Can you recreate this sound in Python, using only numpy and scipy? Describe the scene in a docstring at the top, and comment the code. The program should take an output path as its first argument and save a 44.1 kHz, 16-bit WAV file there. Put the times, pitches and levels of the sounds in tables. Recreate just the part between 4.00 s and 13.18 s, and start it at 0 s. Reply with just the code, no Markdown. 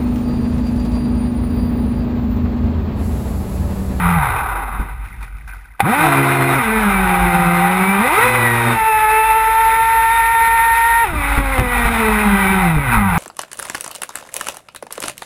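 """On a lake, aboard a model speedboat, with a camera's microphone on the deck at arm's length or less.
The electric motor coasts almost to a stop and wavelets slop against the hull. It restarts with a clunk,
the drive shaft whirling and rattling, and drones through a turn. It rattles again as it winds up to a
full-speed whine, propeller churn and spray ringing the hollow hull. From 7 s it slows and waves thump
the boat. Throughout, the camera's coarse sampling mirrors the sound into a bright fizz."""
import sys
import numpy as np
from scipy import signal
from scipy.fft import rfft, irfft, next_fast_len
from scipy.io import wavfile
from scipy.ndimage import uniform_filter1d, map_coordinates

SR = 44100
rng = np.random.default_rng(int(sys.argv[2]) if len(sys.argv) > 2 else 0)


def to_wav(sig):
    """Store sig (one row per channel, or 1-D mono) as 16-bit WAV at the path in sys.argv[1].

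    Samples outside -1..1 are clipped; the rate is SR.
    """
    pcm = np.clip(np.atleast_2d(sig), -1, 1) * 32767
    pcm = np.round(pcm).astype(np.int16)
    wavfile.write(sys.argv[1], SR, pcm.T)  # frames by channels


N = 404838

# throttle moves, in shaft turns per second (rps): start_s, target_rps, lag_s
THROTTLE_MOVES = [(0.153, 0, 0.35), (1.807, 350, 0.095), (2.542, 217, 0.037), (2.802, 173, 0.21),
                  (3.605, 350.5, 2.44), (3.996, 640, 0.42), (4.107, 640, 0.162), (4.252, 448, 2.06),
                  (4.369, 218, 1.999), (4.695, 432, 0.15), (5.126, 467, 0.94), (7.036, 278, 0.059),
                  (7.38, 110, 1.55), (8.617, 0, 0.67)]
# lowest shaft orders and what each state adds: order, level_db, planing_db, whirling_db, load_db
SHAFT_ORDERS = [(1, 0.5, -7.5, 2, 9), (2, -0.5, 14, 1.5, 9), (3, -3.5, 11.5, -2, 24), (4, -2.5, 13, 4, 0),
                (5, -8, 0, -5, 12), (6, -11, -4, -24, 19)]
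# resonances of the motor mount and the deck under the microphone: centre_hz, width_hz, gain_db
MOUNT_MODES = [(117, 140, -23.5), (162.3, 36, -16.5), (204.4, 43.5, -18), (354, 207, -27.5),
               (434, 18.7, -21), (516, 44, -25), (825, 393, -25), (1238, 360, -28.5), (1720, 55, -30),
               (1834, 55, -33), (1944, 116, -18)]
# tones that sing as they cross a resonance: order, centre_hz, width_hz, level_db, wander_rad
SINGING_ORDERS = [(4.45, 798, 49, -18, 0.58), (6, 2610, 43, -20.5, .088), (8, 1960, 49, -19.5, 0.3),
                  (12, 2320, 53, -19, .14), (12, 180, 230, -37.5, .31), (16, 2260, 390, -30, .33),
                  (10, 813, 72, -22, 0.47)]
# shaft whirls after hard bursts of throttle: start_s, end_s, settled_hz, sharp_start_hz, level_db, rise_s
SHAFT_WHIRLS = [(1.953, 2.58, 134.1, 60, -19.5, 0.099), (4.12, 4.737, 119, 0, -19, 0.33)]
# propeller churn, then spray, and what each state adds:
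# base_db, dying_rps, steepness, way_db, load_db, whirling_db, planing_db
CHURN_LEVEL = (-23.5, 31, 4, -1, 5.5, 2, -8.5)
SPRAY_LEVEL = (-25, 80, 2.3, 3, 7, 1.5, -2.14)
# resonances of the hollow hull: centre_hz, width_hz, gain_db
HULL_MODES = [(798, 120, 4.5), (946, 117, 6), (1240, 350, 4.5), (1513, 218, 4), (2017, 335, 4),
              (2377, 283, 1), (2539, 214, -2), (2984, 710, -14), (3664, 463, -10), (4107, 205, -18),
              (5100, 1250, -27)]
# the hull's broad response between resonances: frequency_hz, gain_db
HULL_WASH = [(30, -40), (100, -5), (250, -16), (450, -9.5), (650, -16.5), (1000, -31), (3000, -50),
             (6000, -35.5)]
# sharp knocks in the hull: start_s, level_db, t60_s, relative_ring_db, relative_crack_db
HULL_KNOCKS = [(1.794, -23, 0.27, -3, -29), (1.803, -7.5, 0.039, 8.5, -51), (7.58, -3.5, 0.02, 0, -25),
               (7.596, -1, 0.0085, -12, -10)]
# hard landings on a wave: start_s, bounce_db, thud_db, water_swell_db, water_lull_db
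WAVE_SLAMS = [(0.794, -12, -23.5, 2, 2), (7.127, -15, -20.5, -5.5, -4), (7.375, -9, -19.5, 1, -6),
              (7.584, -10.5, -14.5, -0.5, -5.5), (7.85, -9, -19.5, 0, 0), (8.763, -9, -22, -4.5, -4.5),
              (8.97, -11, -25, 2.5, -3)]
# spectrum of a landing's thud: frequency_hz, gain_db
THUD_SPECTRUM = [(30, -22), (90, 7.5), (300, -1), (550, -12.5), (1200, -35), (4000, -41)]
# how hard the chop shakes the hull: time_s, level_db
SHAKE_LEVEL = [(0, -26), (1.0, -28), (1.55, -33.5), (1.75, -45), (2.4, -42), (2.9, -26.5), (3.25, -22.5),
               (3.7, -40.5), (4.6, -37.5), (5.3, -34), (7.03, -32.5), (7.15, -21), (9.18, -28.5)]
# spectrum of that shaking: frequency_hz, gain_db
SHAKE_SPECTRUM = [(15, -27), (30, -15), (40, -25), (47, 7.5), (55, -2), (70, -10.5), (120, -18.5),
                  (250, -31), (600, -45.5), (2000, -90)]
# wavelets against the drifting hull: start_s, level_db, t60_s
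WAVELETS = [(1.04, -39, 0.86), (1.207, -34.5, 0.26), (1.227, -28, 0.069), (1.368, -48.5, 0.5),
            (1.475, -35.5, 0.33), (1.53, -41, 0.42), (1.655, -43, 0.042)]
# response of the microphone on deck: frequency_hz, gain_db
MIC_RESPONSE = [(20, 1.5), (4000, -1), (6000, 1.5), (8300, -1), (10000, -1), (11200, -0.5), (13000, 0),
                (14300, -1.5), (15200, 0)]

START_RPS, PLANING_RPS = 86, 411
OVERTONE_RPS = 142  # below this, all but the shaft and its two blades fade out
LOAD_RPS_PER_S = 1093  # acceleration that loads the propeller hard
LOAD_LAG_S, STIR_LAG_S, WAY_LAG_S = 0.077, 0.059, 1.9  # load, water and boat trail the shaft
WHIRL_SETTLE_S, WHIRL_FADE_S, WHIRL_SAG_HZ_PER_S = 0.085, 0.031, 300
HOLD_HZ, TOP_HZ = 12000, 15300  # the camera's sampling rate and treble limit


def motor(angle, speed, state, flutter_db):
    """Unbalance and blades sound the lowest shaft orders through the mount, right under the microphone."""
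    _, load, whirling, planing = state
    unsteady_db = flutter_db * 200 / np.maximum(speed, 200)
    slow_loss_db = 20 * np.log10(1 + (OVERTONE_RPS / np.maximum(speed, 1)) ** 5)
    grid_hz = np.arange(4000.)
    mount = np.sqrt(mode_power(MOUNT_MODES, grid_hz))
    out = np.zeros(N)
    for order, db, planing_db, whirling_db, load_db in SHAFT_ORDERS:
        # the tones sputter under load, and the unbalance flickers as the hull skims
        flicker_db = (unsteady_db + 2.3 * np.abs(load) + 3 * planing * (order == 1)) * wobble(45)
        level_db = db + load_db * load + planing_db * planing + whirling_db * whirling + flicker_db
        level_db -= (order > 2) * slow_loss_db
        tone = np.sqrt(2) * np.sin(order * angle + rng.uniform(0, 2 * np.pi))
        out += amp(level_db) * np.interp(order * speed, grid_hz, mount) * tone
    return out * np.clip(speed / 50 - .5, 0, 1)


def shaft_speed():
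    """Turns per second: after each throttle move the shaft glides toward its new speed."""
    speed = np.full(N, float(START_RPS))
    for s, target, lag_s in THROTTLE_MOVES:
        at = round(s * SR)
        speed[at:] = target + (speed[at] - target) * np.exp(-np.arange(N - at) / (lag_s * SR))
    return speed


def shaft_angle(speed):
    """The propeller bites unevenly, so the shaft trembles, more while its speed changes fast."""
    change = uniform_filter1d(np.abs(np.gradient(speed)) * SR, size=SR // 10)
    tremble = 1.2 * wobble(9) + 1.3 * wobble(30) + (1.7 + .002 * change) * wobble(130)
    return 2 * np.pi * np.cumsum(speed + tremble) / SR


def boat_state(speed):
    """Shares of way through the water, propeller load (negative when slowing), whirling and planing."""
    fast = speed / PLANING_RPS
    load = lagged(np.tanh(np.gradient(speed) * SR / LOAD_RPS_PER_S) * np.minimum(fast, 1), LOAD_LAG_S)
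    whirling = sum(whirl_share(start, end, rise_s) for start, end, *_, rise_s in SHAFT_WHIRLS)
    unsettled = sum((since(start - .2) > 0) * np.exp(-since(end) / WHIRL_FADE_S)
                    for start, end, *_ in SHAFT_WHIRLS)
    planing = fast ** 40 / (1 + fast ** 40) * np.clip(1 - unsettled, 0, 1)
    return lagged(fast, WAY_LAG_S), load, whirling, planing


def singing(angle, speed):
    """Bearing and magnet tones swell as their pitch slides through a resonance of the shell."""
    out = np.zeros(N)
    for order, centre, width, db, wander in SINGING_ORDERS:
        detune = 2 * (order * speed - centre) / width
        level = amp(db + 5 * wander * wobble(20)) / (1 + detune ** 4) ** .35
        out += level * np.sin(order * angle + wander * wobble(45))
    return out * np.clip(speed / 12 - .4, 0, 1)


def whirl(angle, jolt_db):
    """The bent shaft beats round its tube at its own rate; returns the rattle and its jolt on the drive."""
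    hz, size = np.zeros(N), np.zeros(N)
    for start, end, settled_hz, sharp_hz, db, rise_s in SHAFT_WHIRLS:
        rate = settled_hz + sharp_hz * np.exp(-since(start) / WHIRL_SETTLE_S)
        rate -= WHIRL_SAG_HZ_PER_S * since(end)
        hz = np.where(since(start) > 0, np.maximum(rate, 0), hz)
        size += amp(db) * whirl_share(start, end, rise_s)
    orbit = 2 * np.pi * np.cumsum(hz * (1 + 0.011 * wobble(30))) / SR
    beat = np.sin(orbit) + amp(-5 + 2 * wobble(12)) * np.cos(2 * orbit) + amp(-11) * np.sin(3 * orbit)
    sidebands = 1 + .5 * np.cos(angle) + 0.36 * np.sin(2 * angle)
    rattle = size * amp(2.5 + 1.3 * wobble(25)) * beat * sidebands
    rattle = filtered(rattle, lambda f: f ** 6 / (f ** 6 + 90 ** 6))  # a small hull radiates little bass
    # the fifth harmonic rings the lowest hull mode as it slides through
    ring = size * amp(5) * resonance(5 * hz, *HULL_MODES[0][:2]) * np.sin(5 * orbit)
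    depth = size * amp(jolt_db)
    return rattle + ring, (1 + depth * beat) / np.sqrt(1 + depth ** 2 / 2)


def whirl_share(start, end, rise_s):
    """A whirl builds up, holds and collapses."""
    return np.minimum(since(start) / rise_s, 1) * np.exp(-since(end) / WHIRL_FADE_S)


def buzz(angle, speed, memory_turns, cogging_db, count=32):
    """Each turn scrapes much like the last: a comb of high orders, every fourth raised by the magnets."""
    turns = angle / (2 * np.pi)
    fresh = rng.standard_normal((2, N // count, count + 1))
    pattern = signal.lfilter([1], [1, -np.exp(-1 / memory_turns)], fresh[0] + 1j * fresh[1], axis=0)
    orders = np.arange(count + 1)
    weight = (orders > 4) * np.where(orders % 4 == 0, amp(cogging_db), 1)
    track = irfft(pattern * weight, axis=1).ravel()
    scrape = map_coordinates(track, [turns * 2 * count], order=2)
    return unit(scrape * np.sqrt(speed) * np.clip(speed / 40 - .3, 0, 1))


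def wake(angle, speed, state, jolt, blade_depth, buzz_db, split_hz):
    """Blade-chopped splashing and drive buzz ring the hull: churn in its low modes, spray in the high."""
    chopped = 1 + blade_depth * np.cos(angle)
    surge_db, grain_db = 1.3 * wobble(40), wobble(700)
    splash = unit(filtered(rng.standard_normal(N) * chopped * amp(surge_db + grain_db), hull))
    drive = unit(filtered(buzz(angle, speed, memory_turns=14.3, cogging_db=3) * jolt, hull))
    ringing = splash + amp(buzz_db) * drive
    churn = filtered(ringing, lambda hz: 1 / (1 + (hz / split_hz) ** 12))
    churn_db = water_db(CHURN_LEVEL, speed, state) + 4
    spray_db = water_db(SPRAY_LEVEL, speed, state) + 2
    return amp(churn_db) * unit(churn) + amp(spray_db) * unit(ringing - churn)


def water_db(rule, speed, state):
    """Level of churn or spray: it follows the boat's state and the waves, and dies with the propeller."""
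    db, dying_rps, steepness, *extras_db = rule
    # a swell as the bow digs in, a lull as it is thrown clear
    waves_db = sum(swell_db * bump(s - 0.013, width_s=.04) + lull_db * bump(s + 0.069, width_s=.07)
                   for s, _, _, swell_db, lull_db in WAVE_SLAMS)
    stirring = START_RPS + lagged(speed - START_RPS, STIR_LAG_S)
    dying_db = 10 * np.log10(1 + (dying_rps / np.maximum(stirring, .5)) ** steepness)
    return db - dying_db + np.dot(extras_db, state) + waves_db


def hull(hz):
    """Gain of the hollow hull: steep resonances over a weak broad wash."""
    return np.sqrt(mode_power(HULL_MODES, hz) + colour(HULL_WASH, hz) ** 2)


def knocks(ring_hz):
    """The coupling snaps tight or a wave smacks the shell: a close crack and the lowest hull mode."""
    body, crack = unit(filtered(rng.standard_normal(N), hull)), rng.standard_normal(N)
    out = np.zeros(N)
    for s, db, t60, ring_db, crack_db in HULL_KNOCKS:
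        ring = amp(ring_db) * np.sin(2 * np.pi * ring_hz * since(s))
        out += burst(s, db + 0.5, t60, attack_s=0.0008) * (body + amp(crack_db) * crack + ring)
    return out


def chop(bounce_hz, bounce_t60_s, thud_t60_s):
    """The whole hull bounces under the microphone, shaken by ripples and kicked by the larger waves."""
    shake_db = np.interp(np.arange(N) / SR, *np.transpose(SHAKE_LEVEL))
    shake = unit(filtered(rng.standard_normal(N), lambda hz: colour(SHAKE_SPECTRUM, hz)))
    envelope = np.sqrt(np.abs(uniform_filter1d(shake ** 2, size=SR // 5)) + 0.027)
    out = amp(shake_db) * shake / envelope
    thud = unit(filtered(rng.standard_normal(N), lambda hz: colour(THUD_SPECTRUM, hz)))
    for s, bounce_db, thud_db, _, _ in WAVE_SLAMS:
        bounce = np.sin(2 * np.pi * bounce_hz * since(s))
        out += burst(s, bounce_db, bounce_t60_s, attack_s=0.00067) * bounce
        out += burst(s, thud_db, thud_t60_s, attack_s=0.001) * thud
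    return out


def wavelets(bubble_hz, life_cycles, patter_db, ticks_per_s, tick_db, lapping_db, count=2800):
    """Water slops just below the deck: drops patter, and small bubbles rise in pitch as they ring out."""
    when, pitch, size = np.hsplit(rng.random((count, 3)), 3)
    hz = bubble_hz * 2 ** (1.3 * (pitch - .5))
    t = np.arange(SR // 25) / SR
    age = t * hz / life_cycles
    rings = amp(20 * size) * age * np.exp(-2 * age) * np.sin(2 * np.pi * hz * t * (1 + 2 * t))
    at = (when * N).astype(int) + np.arange(len(t))
    bubbles = unit(np.bincount(at.ravel(), rings.ravel(), N)[:N])
    slop = unit(filtered(bubbles + amp(patter_db) * rng.standard_normal(N), hull))
    ticks = (rng.random(N) < ticks_per_s / SR) * rng.standard_normal(N)  # fine droplets on the deck
    slop += amp(tick_db) * unit(filtered(ticks, lambda hz: hz < HOLD_HZ / 2))
    return slop * (amp(lapping_db) + sum(burst(s, db, t60, attack_s=0.0007) for s, db, t60 in WAVELETS))


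def amp(db):
    """Decibels to gain."""
    return 10 ** (np.asarray(db) / 20)


def unit(x):
    """Scaled to rms 1."""
    return x / np.sqrt(np.mean(x ** 2) + 1e-20)


def colour(points, hz):
    """Gain through (frequency_hz, gain_db) points on a log axis."""
    f, db = np.transpose(points)
    return amp(np.interp(np.log(hz + 1), np.log(f), db))


def resonance(hz, centre, width):
    """Gain of one steep resonance."""
    return 1 / (1 + (2 * (hz - centre) / width) ** 2)


def mode_power(modes, hz):
    """Summed power of a set of resonances."""
    return sum((amp(db) * resonance(hz, centre, width)) ** 2 for centre, width, db in modes)


def filtered(x, response):
    """x shaped by a gain that depends on frequency."""
    size = next_fast_len(N + SR // 2)
    return irfft(rfft(x, size) * response(np.fft.rfftfreq(size, 1 / SR)), size)[:N]


def lagged(x, lag_s):
    """x followed with a first-order lag."""
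    keep = np.exp(-1 / (lag_s * SR))
    return signal.lfilter([1 - keep], [1, -keep], x)


def wobble(rate, step=8):
    """A smooth random curve, rate knots a second."""
    coarse = np.arange(0, N + step, step)
    curve = map_coordinates(rng.standard_normal(int(N * rate / SR) + 4), [coarse * rate / SR], order=2)
    return np.interp(np.arange(N), coarse, curve)


def since(s):
    """Seconds elapsed after time s, zero before it."""
    return np.maximum(np.arange(N) / SR - s, 0)


def burst(s, db, t60, attack_s):
    """An envelope that rises quickly at time s and dies away."""
    t = since(s)
    return amp(db - 60 * t / t60) * (1 - np.exp(-t / attack_s))


def bump(s, width_s):
    """A bell curve centred on time s."""
    return np.exp(-((np.arange(N) / SR - s) / width_s) ** 2)


def scene():
    """The mono sound on deck: drive and wake follow the shaft speed, with the lake against the hull."""
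    speed = shaft_speed()
    state = boat_state(speed)
    angle = shaft_angle(speed)
    rattle, jolt = whirl(angle, jolt_db=12.5)
    drive = motor(angle, speed, state, flutter_db=2.5) * jolt + singing(angle, speed) + rattle
    water = wake(angle, speed, state, jolt, blade_depth=0.24, buzz_db=-6, split_hz=1590)
    thumps = chop(bounce_hz=49.8, bounce_t60_s=0.18, thud_t60_s=0.27)
    slop = wavelets(bubble_hz=1977, life_cycles=5, patter_db=7.5,
                    ticks_per_s=1200, tick_db=-19, lapping_db=-51)
    return (drive + water + thumps + slop + knocks(ring_hz=797))[None]


def record(dry):
    """The deck camera samples coarsely, clips and holds each sample, mirroring the sound around HOLD_HZ."""
    coarse = np.clip(signal.resample_poly(dry[0], HOLD_HZ, SR), -.9, .9)
    held = signal.resample_poly(np.repeat(coarse, 4), SR, 4 * HOLD_HZ)[:N]
    return filtered(held, lambda hz: colour(MIC_RESPONSE, hz) * (hz < TOP_HZ))[None]


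dry = scene()
out = record(dry)
to_wav(out)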